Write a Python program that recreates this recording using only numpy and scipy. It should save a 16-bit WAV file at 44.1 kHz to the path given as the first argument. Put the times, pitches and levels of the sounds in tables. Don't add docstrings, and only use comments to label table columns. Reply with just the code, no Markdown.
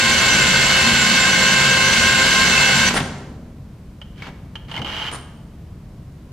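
import sys
import numpy as np
from scipy import signal
from scipy.fft import rfft, irfft, next_fast_len
from scipy.io import wavfile

SR = 44100
rng = np.random.default_rng(int(sys.argv[2]) if len(sys.argv) > 2 else 0)


def log_audio(samples):
    frames = np.atleast_2d(samples).T
    limited = np.clip(frames, -1, 1)
    pcm = np.round(limited * 32767).astype(np.int16)
    wavfile.write(sys.argv[1], SR, pcm)


N = 278712
TIME, HZ = np.arange(N) / SR, np.fft.rfftfreq(N, 1 / SR)

EFFORT_DB = -15
# pitch_hz [Hz], level_db [dB]
CLACK_COLOUR = [(100, -9), (550, -6), (880, -2.5), (1400, 0.5), (1950, -2.5), (2250, 0), (2550, -5.5),
                (3050, -1), (3500, -7), (4300, -10.5), (6500, -19.5), (9500, -31.5), (12600, -30),
                (14000, -45.5)]
# pitch_hz [Hz], level_db [dB], t60_s [s]
GEAR_MODES = [(870, -8.5, 0.059), (1800, -24, .04), (2826, -3.5, 0.054), (2920, 0, 0.042),
              (3080, -0.5, 0.051), (3230, -7, 0.044), (3400, -20, 0.023), (4380, -16, 0.015),
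              (6176, -23.5, .015), (12400, -30, .006)]


def amp(db):
    return 10 ** (np.asarray(db) / 20)


def unit(x):
    return x / np.sqrt(np.mean(x ** 2) + 1e-20)


def read(points, hz):
    f, value = np.transpose(points)
    return np.interp(np.log(hz + 1), np.log(f + 1), value)


def follow(curve):
    return np.interp(TIME, *np.transpose(curve))


def drift(rate_hz):
    hz = HZ[:N // 10]
    real, imaginary = rng.standard_normal((2, len(hz)))
    spectrum = (real + 1j * imaginary) * np.exp(-(hz / rate_hz) ** 2)
    return unit(irfft(spectrum, next_fast_len(N, real=True))[:N])


def humps(resonances):
    return sum(db / (1 + (2 * (HZ - hz) / width) ** 2) for hz, width, db in resonances)


def colour(x, db):
    cepstrum = irfft(np.log(amp(db) + 1e-6), N)
    fold = 1 + np.sign(N / 2 - np.arange(N))
    fold[0] = 1
    taps = irfft(np.exp(rfft(cepstrum * fold)), N)[:SR // 8]
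    return signal.fftconvolve(x, taps[None] / np.linalg.norm(taps), axes=1)[:, :N]


def hiss():
    return rng.standard_normal((2, N))


def ring(x, modes, rise_s=0.0007):
    t = TIME[:SR // 3]
    body = 0
    for hz, db, t60 in modes:
        phase = rng.random((2, 1))
        body = body + amp(db - 60 * t / t60) * np.sin(2 * np.pi * (hz * t + phase))
    swell = 1 - np.exp(-(t / rise_s) ** 2)
    return signal.fftconvolve(x, body * swell, axes=1)[:, :N]


def tones(turns, orders, flutter, jitter, flutter_hz):
    out = np.zeros((2, N))
    for multiple, db in orders:
        angle = 2 * np.pi * multiple * turns + jitter * drift(flutter_hz)
        size = amp(db) * (1 + flutter * drift(flutter_hz))
        out += size * np.array([np.cos(angle), np.sin(angle) * rng.choice([-1, 1])])
    return out


def coast(coast_s):
    cut_off_s = 2.89
    return np.exp(-np.maximum(TIME - cut_off_s, 0) / coast_s)


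def burst(start_s, length_s, rise_s, fall_s):
    age = np.maximum(TIME - start_s, 0)
    return np.minimum(age / rise_s, 1) * np.exp(-np.maximum(age - length_s, 0) / fall_s)


def freedom(lead_s):
    bind_hz, free_s = 5.17, 0.157
    return np.cos(2 * np.pi * bind_hz * (TIME - free_s + lead_s))


def widen(pair):
    # pitch_hz [Hz], side_db [dB]
    side_width = [(120, -30), (350, -20.5), (700, -12), (1400, -8.5), (2800, -6), (5600, -3.5),
                  (12000, -4.5)]
    side = irfft(rfft(pair[1]) * amp(read(side_width, HZ)), N)
    return np.array([pair[0] + side, pair[0] - side])


def ventilation():
    # pitch_hz [Hz], level_db [dB]
    air_colour = [(15, -44), (25, -9.5), (75, -5), (107, -7), (140, -6), (198, -10), (227, -15),
                  (305, -19.5), (331, -22), (537, -28.5), (648, -29), (871, -36.5), (970, -33), (1200, -38),
                  (15500, -58.5)]
    level_db = -37.5
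    return amp(level_db) * unit(irfft(rfft(hiss()) * amp(read(air_colour, HZ)), N))


def workshop(x):
    # pitch_hz [Hz], t60_s [s]
    room_decay = [(150, 1.52), (400, 1.7), (1000, 0.97), (2800, 0.72), (7300, 0.79), (9500, 0.56),
                  (14000, 0.54)]
    hz, t, z = signal.stft(rng.standard_normal((2, SR)), SR, nperseg=256)
    decay = amp(-60 * t / read(room_decay, hz)[:, None])
    tail = signal.istft(z * decay, SR, nperseg=256)[1]
    tail *= 1 - np.exp(-(TIME[:tail.shape[1]] / 0.0037) ** 2)
    return signal.fftconvolve(x[None], tail / np.linalg.norm(tail[0]), axes=1)[:, :N]


def cabinet():
    # pitch_hz [Hz], width_hz [Hz], level_db [dB]
    panels = [(86.8, 9.6, 0), (137.1, 6.1, 2), (184.5, 10.8, -0.5), (199.5, 20, -6.5), (233, 22, -1)]
    # centre_s [s], level_db [dB]
    booms = [(0.08, -27.5), (0.38, -24), (0.92, -19), (1.12, -21.5), (1.26, -28), (1.99, -26), (2.46, -30),
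             (2.8, -24.5)]
    loud_panel_hz, boom_s, rest_db = 228.8, 0.067, -39.5
    response = sum(amp(db) / (1 + (2 * (HZ - hz) / width) ** 2) for hz, width, db in panels)
    drumming = amp(EFFORT_DB - 15.0) * unit(irfft(rfft(hiss()) * response, N))
    booming = amp(rest_db) + sum(amp(db) * np.exp(-((TIME - s) / boom_s) ** 2) for s, db in booms)
    loud_panel = tones(TIME, [(loud_panel_hz, 0)], flutter=0.18, jitter=0.72, flutter_hz=19) * booming
    return (drumming + loud_panel) * coast(coast_s=0.11)


def coupling():
    # start_s [s], pitch_hz [Hz], level_db [dB]
    clinks = [(2.578, 2680, -7), (2.975, 2115, -14), (4.222, 2240, -26), (4.684, 2220, -40),
              (4.776, 2140, -21)]
    t60_s = 0.042
    out = np.zeros(N)
    for s, hz, db in clinks:
        age = np.maximum(TIME - s, 0)
        out += amp(db - 60 * age / t60_s) * np.sin(2 * np.pi * hz * age)
    return np.array([out, 0.57 * out])


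def brake(build_s=0.012, fade_s=0.0089):
    # start_s [s], scrape_db [dB], spring_db [dB], length_s [s]
    catches = [(2.938, -22.5, -21, 0.041), (4.265, -60, -63, .04), (4.714, -51, -45, .018),
               (5.114, -33.5, -27.5, 0.046)]
    # pitch_hz [Hz], level_db [dB]
    scrape_colour = [(60, -3), (200, 3), (500, -2.5), (1200, 1), (2500, -9.5), (5000, -15.5), (7500, -19.5),
                     (10300, -17), (12500, -32), (15000, -38)]
    # pitch_hz [Hz], level_db [dB]
    spring_tones = [(6960, -25), (8890, -20), (8955, -6.5), (10700, -31)]
    scrape, spring = np.zeros((2, N))
    for s, scrape_db, spring_db, length in catches:
        age = np.maximum(TIME - s, 0)
        released = np.maximum(age - length, 0)
        scrape += amp(scrape_db) * (age > 0) * np.exp(-released / 0.024)
        spring += amp(spring_db) * (1 - np.exp(-(age / build_s) ** 2)) * np.exp(-released / fade_s)
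    squeak = tones(TIME, spring_tones, flutter=0.22, jitter=0.45, flutter_hz=120)
    rough_scrape = hiss() * scrape * amp(3.2 * drift(200))
    return colour(rough_scrape, read(scrape_colour, HZ)) + squeak * spring


def grind():
    # start_s [s], length_s [s], level_db [dB]
    grinds = [(2.894, 0.016, -19), (2.953, 0.026, -19.5), (4.167, 0.06, -46), (4.225, 0.064, -40),
              (4.685, 0.053, -41.5), (4.743, 0.036, -48)]
    slips = hiss() * amp(1.1 * drift(220))
    rubbing = sum(amp(db) * burst(s, length, rise_s=0.013, fall_s=0.012) for s, length, db in grinds)
    return unit(colour(slips, read(CLACK_COLOUR, HZ))) * rubbing


def knocks(bounce_s=.0055, rebound=0.36):
    # start_s [s], clack_db [dB], thud_db [dB]
    frame_knocks = [(2.576, -24, -31), (2.959, -21, -31), (2.972, -24, -31), (3.003, -18.5, -18),
                    (4.221, -29, -46), (4.267, -36, -28), (4.684, -40, -37), (4.777, -29, -39),
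                    (4.791, -32, -26.5)]
    # start_s [s], ring_db [dB]
    slack_ticks = [(4.015, -33), (4.160, -50), (4.555, -27), (4.648, -48), (4.714, -26), (4.741, -25),
                   (4.753, -30), (4.764, -23.5), (4.817, -23), (4.846, -23)]
    # pitch_hz [Hz], level_db [dB]
    thud_colour = [(30, -14), (90, -3), (220, -3.5), (400, -14.5), (1000, -15.5), (4000, -75.5)]
    knock_ring_db = -19
    tick_clack_db, tick_thud_db = -4, -14
    blows = [(s, db, db + knock_ring_db, thud_db) for s, db, thud_db in frame_knocks]
    blows += [(s, db + tick_clack_db, db, db + tick_thud_db) for s, db in slack_ticks]
    clack, strike, thud = np.zeros((3, N))
    for s, clack_db, ring_db, thud_db in blows:
        start = round(s * SR)
        age = TIME[:N - start]
        clack[start:] += amp(clack_db) * np.exp(-age / 0.0096)
        thud[start:] += amp(thud_db) * np.exp(-age / 0.047)
        for k, gap in enumerate(rng.uniform(0.82, 1.3, size=3)):
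            strike[start + round(k * gap * bounce_s * SR)] += amp(ring_db) * rebound ** k
    clatter = amp(-2.0) * colour(hiss() * clack, read(CLACK_COLOUR, HZ))
    gear_ring = amp(-1.5) * ring(np.array([strike, strike]), GEAR_MODES)
    frame_thud = amp(-4.5) * colour(hiss() * thud, read(thud_colour, HZ))
    return clatter + gear_ring + frame_thud


def back_off(chatter_hz=145, uneven=.4):
    start_s, stop_s = 4.853, 5.086
    start_db, climb_db_per_s = -27.5, 9.5
    teeth = np.cumsum(chatter_hz * np.maximum(1 + uneven * drift(90), .1)) / SR
    strikes = np.diff(np.floor(teeth), prepend=0) * amp(2 * drift(150))
    tooth_noise = hiss() * (.5 + np.exp(-(teeth % 1) / .5))
    clatter = unit(colour(tooth_noise, read(CLACK_COLOUR, HZ)))
    gear_ring = unit(ring(np.array([strikes, strikes]), GEAR_MODES))
    chatter = amp(-5.0) * clatter + amp(-5.5) * gear_ring
    effort = amp(start_db + climb_db_per_s * (TIME - start_s))
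    return chatter * effort * burst(start_s, stop_s - start_s, rise_s=0.012, fall_s=0.021)


def motor():
    # time_s [s], pace [turns per second]
    pace = [(0.0, 265.2), (0.45, 264.8), (0.95, 262.4), (1.5, 265.2), (1.9, 263.6), (2.42, 265.5),
            (2.7, 263.6), (2.89, 264.6)]
    # multiple [of its speed], level_db [dB]
    rotor_orders = [(2, -11.5), (3, -18.5), (5, -16.5), (7, -12), (8, -6), (10, -3.5), (12, -20),
                    (14, -13.5), (16, -20.5), (28, -19.5)]
    # multiple [of the mesh rate], level_db [dB]
    mesh_orders = [(1, -7.5), (2, -14.5), (3, -13), (4, -13), (5, -15.5), (6, -24)]
    # multiple [of the rotor speed], level_db [dB]
    planet_orders = [(5.5, -22.5), (5.744, -6.5), (5.9, -23), (8.28, -11), (8.44, -2.5), (11, -2.5)]
    # multiple [of the rotor speed], level_db [dB], swell_db [dB], lead_s [s], wander_db [dB rms]
    swelling_whines = [(4, -29.5, 5, 0.073, 2), (6, -23, 1, 0.0, 0.2)]
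    # time_s [s], level_db [dB]
    whine_level = [(0.0, -1), (0.7, -3.5), (1.2, -0.5), (1.55, 2.5), (1.8, 1.5), (2.4, 2.5), (2.89, -2)]
    # pitch_hz [Hz], level_db [dB]
    casing = [(25, -30), (42, -8), (110, -5.5), (300, -9.5), (820, -9.5), (1300, -8.5), (1800, -6),
              (2450, -8.5), (3200, -8.5), (4600, -8), (5600, -12.5), (7500, -12), (8200, -19),
              (15000, -35.5)]
    # pitch_hz [Hz], width_hz [Hz], gain_db [dB above the casing]
    gearbox = [(1003, 90, 4), (1532, 86, 9.5), (2166, 100, 9), (2706, 120, 7), (3002, 71, 7),
               (3050, 60, 2.5), (3284, 160, 5.5), (3850, 69, 2), (4265, 170, 3), (5060, 220, 2.5),
               (5790, 120, -2), (7380, 180, -4.5), (9050, 57, 9.5)]
    # pitch_hz [Hz], width_hz [Hz], gain_db [dB]
    housing = [(975, 30, 0), (1513, 17, 0), (1581, 27, 3.5), (1745, 17, 2), (2083, 37, 3), (2166, 22, -6),
               (2810, 15, 0.5), (3693, 40, 4.5), (4210, 36, 7), (6010, 50, 5.5), (7322, 78, 11)]
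    mesh_per_turn = 5.625
    sag, wander = 1.9, 0.8
    speed = follow(pace) + sag * freedom(0) + wander * drift(7)
    turns = np.cumsum(speed * (1 + 0.0015 * drift(22))) / SR
    gear_turns = turns + .008 * drift(28)
    mesh_turns = gear_turns * mesh_per_turn
    whine = amp(-4.5) * tones(turns, rotor_orders, flutter=.25, jitter=0.32, flutter_hz=11)
    whine += amp(-2.5) * tones(mesh_turns, mesh_orders, flutter=0.43, jitter=0.54, flutter_hz=25)
    whine += amp(-8.0) * tones(gear_turns, planet_orders, flutter=0.23, jitter=0.9, flutter_hz=22)
    whine *= amp(EFFORT_DB)
    for multiple, db, swell_db, lead_s, wander_db in swelling_whines:
        level_db = follow(whine_level) + swell_db * freedom(lead_s) + wander_db * drift(6)
        partial = tones(turns, [(multiple, db)], flutter=0.071, jitter=0.226, flutter_hz=28)
        whine += partial * amp(level_db)
    bunching = 1 + 0.092 * np.cos(4 * np.pi * turns)
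    impacts = hiss() * amp(1.9 * drift(1850) + .6 * drift(50)) * bunching
    rattle = amp(EFFORT_DB - 2.5) * unit(colour(impacts, read(casing, HZ) + humps(gearbox)))
    return [amp(0.16) * colour(part * coast(0.01), humps(housing)) for part in (whine, rattle)]


def scene():
    whine, rattle = motor()
    heavy = rattle + cabinet()
    light = knocks() + grind() + coupling() + back_off() + brake()
    room_feed = amp(-15) * whine[0] + amp(-8.5) * heavy[0] + amp(-10.5) * light[0]
    close = amp(-1) * (whine + heavy + light)
    return widen(close + workshop(room_feed) + ventilation())


def record(dry):
    # pitch_hz [Hz], left_minus_right_db [dB]
    balance = [(200, 0.34), (1200, 0.7), (2800, -0.8), (5600, -1.2), (9500, -2.5), (14000, 0.5)]
    edge_hz = 15500
    leaning = irfft(rfft(dry) * amp(np.array([[.5], [-.5]]) * read(balance, HZ)), N)
    rounded = leaning / (1 + (leaning / .92) ** 6) ** (1 / 6)
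    lowpass = signal.firwin(1023, edge_hz, window=("kaiser", 9), fs=SR)
    return signal.oaconvolve(rounded, lowpass[None], "same")


dry = scene()
out = record(dry)
log_audio(out)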